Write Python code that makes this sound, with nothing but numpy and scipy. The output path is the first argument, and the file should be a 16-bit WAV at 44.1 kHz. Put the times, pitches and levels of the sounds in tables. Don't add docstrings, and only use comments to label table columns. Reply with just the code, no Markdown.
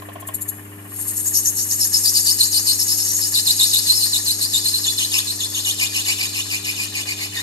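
import sys
import numpy as np
from scipy import signal
from scipy.fft import rfft, irfft
from scipy.io import wavfile
from scipy.ndimage import uniform_filter1d

SR = 44100
rng = np.random.default_rng(int(sys.argv[2]) if len(sys.argv) > 2 else 0)


def store_pcm(level_fs):
    pcm = np.round(np.clip(level_fs, -1, 1) * 32767).astype(np.int16)
    wavfile.write(sys.argv[1], SR, np.atleast_2d(pcm).T)


N = 327222
TIME = np.arange(N) / SR
FREQ = np.maximum(np.arange(N // 2 + 1) * SR / N, 1)

# f/Hz, gain/dB
RADIATION = [(100, -40), (600, -16), (1500, -9), (2000, -0.5), (2280, -3.5), (2450, -0.5), (3050, -4),
             (3330, -9.5), (3900, -5.5), (5000, -2.5), (6000, 2), (7000, -2), (9000, 3.5), (12300, -1.5),
             (13600, -5.5), (15000, -11.5)]


def amp(db):
    return 10 ** (np.asarray(db) / 20)


def unit(x):
    return x / np.sqrt(np.mean(x ** 2))


def pan(db):
    return amp(np.array([[db], [-db]]) / 2)


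def colour(x, points):
    hz, db = np.transpose(points)
    return irfft(rfft(x) * amp(np.interp(np.log(FREQ), np.log(hz), db)), N)


def tint(x, points):
    return unit(colour(x, points))


def walk(rate_hz):
    return unit(irfft(rfft(rng.standard_normal(N)) / (1 + (FREQ / rate_hz) ** 4), N))


def swell(at_s, length_s):
    away = np.minimum(np.abs(2 * (TIME - at_s) / length_s), 10)
    return np.exp(-away * away * away / 2)


def blow(age_s, decay_s):
    age = np.maximum(age_s, 0) / decay_s
    return np.sqrt(2 * np.e * age) * np.exp(-age)


def resonate(x, modes):
    response = sum(amp(db) / (1 + 2j * (FREQ - hz) / width) for hz, width, db in modes)
    return irfft(rfft(x) * response, N)


def follow(x, hz, low, high, leak_db, size=256):
    f, t, frames = signal.stft(x, SR, nperseg=size)
    ratio = f[:, None] / np.interp(t, TIME, hz)
    highpass = 1 / np.hypot(1, (low / (ratio + 1e-3)) ** 8) + amp(leak_db)
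    gain = highpass / np.hypot(1, (ratio / high) ** 2)
    gain /= np.sqrt(np.mean(gain ** 2, axis=0))
    return signal.istft(frames * gain, SR, nperseg=size)[1][:N]


def scatter(x, t60_s, size):
    tail = rng.standard_normal((2, size)) * np.exp(-np.log(1000) * TIME[:size] / t60_s)
    tail /= np.sqrt(np.sum(tail ** 2, axis=1, keepdims=True))
    return signal.fftconvolve(x[None], tail, axes=1)[:, :N]


def smear(x, spread_s, bands=200):
    knots_hz = np.linspace(0, SR / 2, bands)
    paths_s = rng.exponential(spread_s, (2, bands)) * np.array([[2], [1]])
    delay_s = np.array([np.interp(FREQ, knots_hz, row) for row in paths_s])
    return irfft(rfft(x) * np.exp(-2j * np.pi * np.cumsum(delay_s, axis=1) * SR / N), N)


def motor(rumble_db=-46.5, waver_db=-0.1):
    # f/Hz, level/dB, left minus right/dB, left lead/rad
    hum_lines = [(100.27, -41, .3, 0), (176, -58, 1, 0), (200.55, -52.5, 1, 0), (225, -62, 1, 0),
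                 (300.82, -45.5, 3, .55), (401.1, -52.5, 3, .5)]
    # f/Hz, level/dB
    spectrum = [(20, -14), (55, -15), (80, -2.5), (135, -5), (180, -3), (265, 2), (330, -2.5), (430, -3.5),
                (500, -7.5), (800, -7), (1800, -13), (3000, -16), (4200, -26.5), (15000, -20.5)]
    hum = 0
    for hz, db, side_db, lead in hum_lines:
        phase = 2 * np.pi * hz * TIME + rng.uniform(0, 2 * np.pi) + 0.1 * walk(2.2)
        peak = np.sqrt(2) * amp(db + waver_db * walk(7.2))
        hum = hum + peak * pan(side_db) * np.sin(phase + np.array([[lead], [0]]))
    mid = tint(rng.standard_normal(N), spectrum)
    side = tint(rng.standard_normal(N), spectrum)
    side = colour(side, [(100, -7.5), (350, -6.0), (600, -7.5), (1000, 1.0)])
    return hum + amp(rumble_db) * (mid + side * np.array([[1], [-1]])) * pan(0.41)


def drive(spindle_hz=14.988, first_s=0.0494, decay_s=0.0054, gain_db=-48, after_s=0.011, after_db=-6):
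    def tick(at_s):
        return blow((TIME - at_s) % (1 / spindle_hz), decay_s)
    ticks = tick(first_s) + amp(after_db) * tick(first_s + after_s)
    force = uniform_filter1d(ticks, size=130) * amp(walk(8.2))
    # f/Hz, level/dB
    spectrum = [(300, -39), (600, 0.5), (900, -2), (1200, 8), (1450, -4), (1750, 12.5), (2150, 0),
                (2900, 3.5), (3600, -49), (8000, -34)]
    return tint(rng.standard_normal(N), spectrum) * force * amp(gain_db)


def slide(decay_s=0.0058, rattle_db=3.0):
    # t/s, level/dB
    knocks = [(0.019, -41.5), (.086, -38), (.154, -41), (.22, -39.5), (0.285, -35.5)]
    # f/Hz, level/dB
    spectrum = [(200, -18), (450, -8), (620, 12), (850, 2), (1080, 9.5), (1350, -3.5), (1750, -1),
                (2200, -5), (3000, -4.5), (5000, -24)]
    force = sum(amp(db) * blow(TIME - at_s, decay_s) for at_s, db in knocks)
    rattle = rng.standard_normal(N) * amp(rattle_db * walk(320))
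    return tint(rattle, spectrum) * force


def grazes(first_s=0.066, every_s=0.0708, length_s=0.016, first_db=-49.5, step_db=7.5, top_db=-22.5):
    # f/Hz, level/dB
    spectrum = [(500, -9), (3000, -27), (5500, -17), (7000, -4), (9000, 4.5), (11500, 4), (13600, -10),
                (15500, -3.5)]
    turns = np.arange(7)
    levels_db = np.minimum(first_db + step_db * turns, top_db)
    brushes = sum(amp(db) * swell(s, length_s) for s, db in zip(first_s + every_s * turns, levels_db))
    rubbing = amp(-43) * np.interp(TIME, [0, .2, .45, .9, 1.2], [0.83, 0.0, 1.0, 0.52, 0.053])
    return tint(rng.standard_normal(N), spectrum) * (brushes + rubbing)


def tip(rub):
    # f/Hz, width/Hz, gain/dB
    modes = [(11335, 90, 2), (11540, 50, -2)]
    return resonate(rub, modes) * amp(-1) * pan(2.5)


def shudder(force, slip_hz, gain_db=-25):
    # f/Hz, level/dB
    spectrum = [(300, -45), (600, -15), (780, -2), (1000, -4), (1200, -3.5), (1600, -15), (3000, -12.5)]
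    return tint(rng.standard_normal(N), spectrum) * force * (2500 / slip_hz) ** 2 * amp(gain_db)


def holder(force, slip_hz, gain_db=-20, thick_hz=4200):
    # f/Hz, width/Hz, gain/dB
    modes = [(2550, 130, 1.5), (2953, 52, 1), (4205, 66, -3)]
    jolts = rng.standard_normal(N) * amp(1.9 * walk(300))
    weight = np.minimum(thick_hz / slip_hz, 1) ** 4
    return unit(resonate(jolts, modes)) * force * weight * amp(gain_db)


def ring(x):
    # f/Hz, width/Hz, left/dB, right/dB
    modes = [(2460, 97, 7, 10), (2976, 87, 11, 14.5), (3280, 44, 0, 6), (3500, 127, 10.5, 12.5),
             (3693, 140, 11.5, 12), (4119, 170, 14.5, 16), (4460, 155, 6.5, 5), (4660, 65, 15, 10),
             (4907, 107, 9, 4.5), (5260, 130, 9, 6.5), (5780, 260, 1.5, 0), (6280, 67, 4.5, -3),
             (6680, 130, 15.5, 15), (7000, 91, -6.5, 12), (7278, 210, 17, 1.5), (7670, 308, 0, 8.5),
             (8604, 78, 9.5, 9), (8900, 304, 9, 0), (9870, 410, 2.5, 2.5), (11030, 118, 7.5, 7),
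             (11320, 152, 12.5, 11.5), (11430, 140, 11.5, 1), (12600, 106, 7, 1), (13030, 520, 9.5, 6),
             (14376, 546, 9.5, 13), (14860, 273, 12.5, 13.5)]
    gain = amp(sum(np.array([[left], [right]]) / (1 + (2 * (FREQ - hz) / width) ** 2)
                   for hz, width, left, right in modes))
    return irfft(rfft(x) * gain / np.sqrt(np.mean(gain ** 2)), N)


def feed_db(t, entry_db_per_s=78):
    # t/s, level/dB
    pressure = [(0.85, -41), (0.97, -26), (1.5, -24), (2.2, -20), (2.65, -22), (3.1, -21), (3.95, -20.5),
                (4.35, -24), (4.7, -22.5), (5.45, -27.5), (6.1, -26), (7.42, -32)]
    at_s, db = np.transpose(pressure)
    return np.interp(t, at_s, db) - entry_db_per_s * np.maximum(at_s[0] - t, 0)


def chip(fall_width=0.51, rise_width=0.69, bite_db=-3.0, thin_db=-10, usual_db=7.5, lead_s=.008):
    # t/s, strength/dB, length/s, lowest slip rate/Hz
    bites = [(1.012, 4, .05, 8800), (1.097, 7, .05, 8240), (1.185, 8, 0.051, 7790),
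             (1.277, 8.5, 0.052, 7060), (1.37, 11.5, 0.064, 5596), (1.474, 10.5, 0.052, 6140),
             (1.604, 7, 0.07, 5800), (1.723, 6.5, .059, 6000), (1.83, 8.5, 0.061, 5320),
             (1.959, 8.5, 0.062, 5110), (2.069, 8, 0.062, 4712), (2.174, 7, 0.065, 4676),
             (2.293, 8.5, .064, 4486), (2.423, 6.5, 0.067, 4110), (2.562, 7.5, .072, 4420),
             (2.701, 8, 0.074, 4266), (2.816, 6, 0.053, 5300), (2.913, 6, 0.065, 5035),
             (3.016, 1.5, 0.054, 5420), (3.1, 1, 0.074, 5784), (3.169, -2, .045, 6730),
             (3.24, 2, 0.065, 5103), (3.374, 4.5, 0.066, 3896), (3.495, 7.5, 0.063, 3750),
             (3.624, 7.5, .068, 3734), (3.688, -3, .035, 5393), (3.757, 6, .072, 3750),
             (3.9, 5, 0.071, 4000), (3.971, 3.5, 0.046, 5250), (4.041, 5.5, 0.064, 4283),
             (4.159, 6, .06, 3758), (4.296, 8, 0.06, 3960), (4.434, 6, 0.061, 4228),
             (4.561, 5.5, .06, 3652), (4.671, 3.5, 0.048, 4113), (4.761, 2, 0.052, 4094),
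             (4.878, 5.5, .062, 3350), (5.019, 7.5, 0.069, 3050), (5.16, 10, 0.071, 2607),
             (5.297, 4, 0.061, 4006), (5.43, 6, 0.059, 3300), (5.575, 7, 0.061, 3100),
             (5.685, 10, 0.063, 2890), (5.83, 10.5, 0.067, 2400), (5.977, 7.5, 0.063, 2660),
             (6.097, 9, 0.065, 2298), (6.224, 7, .07, 2340), (6.381, 6.5, 0.065, 2512),
             (6.538, 8, .07, 2330), (6.685, 7, .066, 2400), (6.814, 6.5, 0.09, 2400),
             (6.984, 8, 0.07, 2227), (7.103, 8, 0.061, 2202), (7.226, 8, .07, 2203),
             (7.387, 8.5, 0.093, 1837)]
    # t/s, level over feed/dB
    snags = [(1.458, 2), (2.408, 3.5), (2.669, 6), (3.35, 5), (4.681, 2.5), (5.183, 8.5), (6.228, 6.5)]
    # t/s, f/Hz
    thin_slip = [(1.0, 10610), (2.1, 8983), (2.7, 8470), (3.1, 6990), (3.4, 8220), (3.7, 6555), (4.0, 5700),
                 (4.25, 6796), (4.72, 5317), (5.0, 6560), (5.6, 5970), (6.0, 4870), (7.42, 3694)]
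    at_s, strength_db, lengths_s, lowest_hz = np.transpose(bites)
    peaks_db = feed_db(at_s) + strength_db + bite_db
    bite_force = sum(amp(db) * swell(s, length) for s, length, db in zip(at_s, lengths_s, peaks_db))
    snag_force = sum(amp(feed_db(s) + db) * blow(TIME - s, decay_s=0.0044) for s, db in snags)
    break_db = 0.73 * np.interp(TIME, at_s, strength_db - usual_db)
    thin_force = amp(feed_db(TIME) + thin_db - break_db)
    force = np.sqrt(bite_force ** 2 + snag_force ** 2 + thin_force ** 2)

    thin_period_s = 1 / np.interp(TIME, *np.transpose(thin_slip))
    period_s, depth = thin_period_s.copy(), np.zeros(N)
    for s, length, hz in zip(at_s, lengths_s, lowest_hz):
        near = slice(*np.searchsorted(TIME, [s - 2 * length, s + 2 * length]))
        age_s = TIME[near] - s + lead_s
        width_s = np.where(age_s < 0, fall_width, rise_width) * length
        thickness = np.exp(-np.abs(age_s / width_s) ** 2.5)
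        slowed_s = thin_period_s[near] + (1 / hz - thin_period_s[near]) * thickness
        period_s[near] = np.maximum(period_s[near], slowed_s)
        depth[near] = np.maximum(depth[near], thickness)
    return force, 1 / period_s, depth


def scrape(force, slip_hz, thin_db=-4, bite_db=-3.5, grit_db=2.5, flutter_db=1.5):
    fine = rng.standard_normal(N) * amp(grit_db * walk(1400) + flutter_db * walk(35))
    steady = tint(follow(fine, slip_hz, low=0.79, high=1.36, leak_db=-14), RADIATION)
    coarse = rng.standard_normal(N) * amp(grit_db * walk(550))
    bright = tint(follow(coarse, slip_hz, low=0.92, high=4.3, leak_db=-21.5), RADIATION)
    return steady * amp(feed_db(TIME) + thin_db) + bright * amp(bite_db) * force


def whistle(force, slip_hz, depth, gain_db=-3.0, thin_hz=5600, chatter_db=2.0):
    # multiple of slip rate, level/dB
    partials = [(1, 0), (2, -4), (3, -12)]
    pitch_hz = slip_hz * np.exp(.014 * walk(160))
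    phasor = np.exp(2j * np.pi * np.cumsum(pitch_hz) / SR)
    tone = 0
    for k, db in partials:
        tearing = 1 + .45 * (walk(260) + 1j * walk(260))
        tone = tone + amp(db) * np.real(tearing * phasor ** k)
    held = depth ** .3 / np.hypot(1, (slip_hz / thin_hz) ** 6)
    return unit(tone * amp(chatter_db * walk(140))) * force * held * amp(gain_db)


def slips(hz, jitter, oversample=4):
    drift = np.cumsum(jitter * np.sqrt(hz / SR) * rng.standard_normal(N))
    cycles = np.maximum.accumulate(np.cumsum(hz / SR) + uniform_filter1d(drift, size=5))
    at_samples = np.interp(np.arange(1, int(cycles[-1])), cycles, np.arange(N))
    impulses = np.bincount(np.round(at_samples * oversample).astype(int), minlength=N * oversample)
    clicks = signal.resample_poly(impulses * 1., 1, oversample) * oversample
    return (clicks - hz / SR) / np.sqrt(hz)


def screech(force, slip_hz, flake_hz=260, flake_db=3.5, gain_db=-2.0, rolloff_hz=7500):
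    uneven = np.maximum(slip_hz / 4600, 1) * np.maximum(3600 / slip_hz, 1)
    clicks = slips(slip_hz * np.exp(.038 * walk(250)), jitter=.056 * uneven)
    tone = tint(follow(clicks, slip_hz, low=0.7, high=1.8, leak_db=-3), RADIATION)
    flakes = unit(amp(flake_db * walk(flake_hz)))
    return tone * flakes * force * amp(gain_db) / np.hypot(1, (slip_hz / rolloff_hz) ** 3)


def scene():
    force, slip_hz, depth = chip()
    fade = np.minimum((TIME[-1] - TIME) / .015, 1)
    squeal = (screech(force, slip_hz) + whistle(force, slip_hz, depth) + holder(force, slip_hz)) * fade
    rub = (scrape(force, slip_hz) + grazes()) * fade
    tool = squeal + rub
    machine = drive() + slide() + shudder(force, slip_hz)
    near_tool = smear(squeal, spread_s=.0009) + smear(rub, spread_s=.0009)
    near_machine = smear(machine, spread_s=.0005)
    faces = amp(-8) * scatter(tool, t60_s=.07, size=4096)
    room = amp(-9) * scatter(tool, t60_s=0.55, size=16384)
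    cutting = ring(near_tool + faces + room) * pan(1.0) * amp(-0.5)
    body = amp(6.5) * near_machine + amp(5.0) * scatter(machine, t60_s=0.16, size=16384)
    return cutting + tip(rub) + body + motor()


def record(dry, top_hz=15400):
    return signal.sosfilt(signal.ellip(10, .2, 80, top_hz, fs=SR, output="sos"), dry)


dry = scene()
out = record(dry)
store_pcm(out)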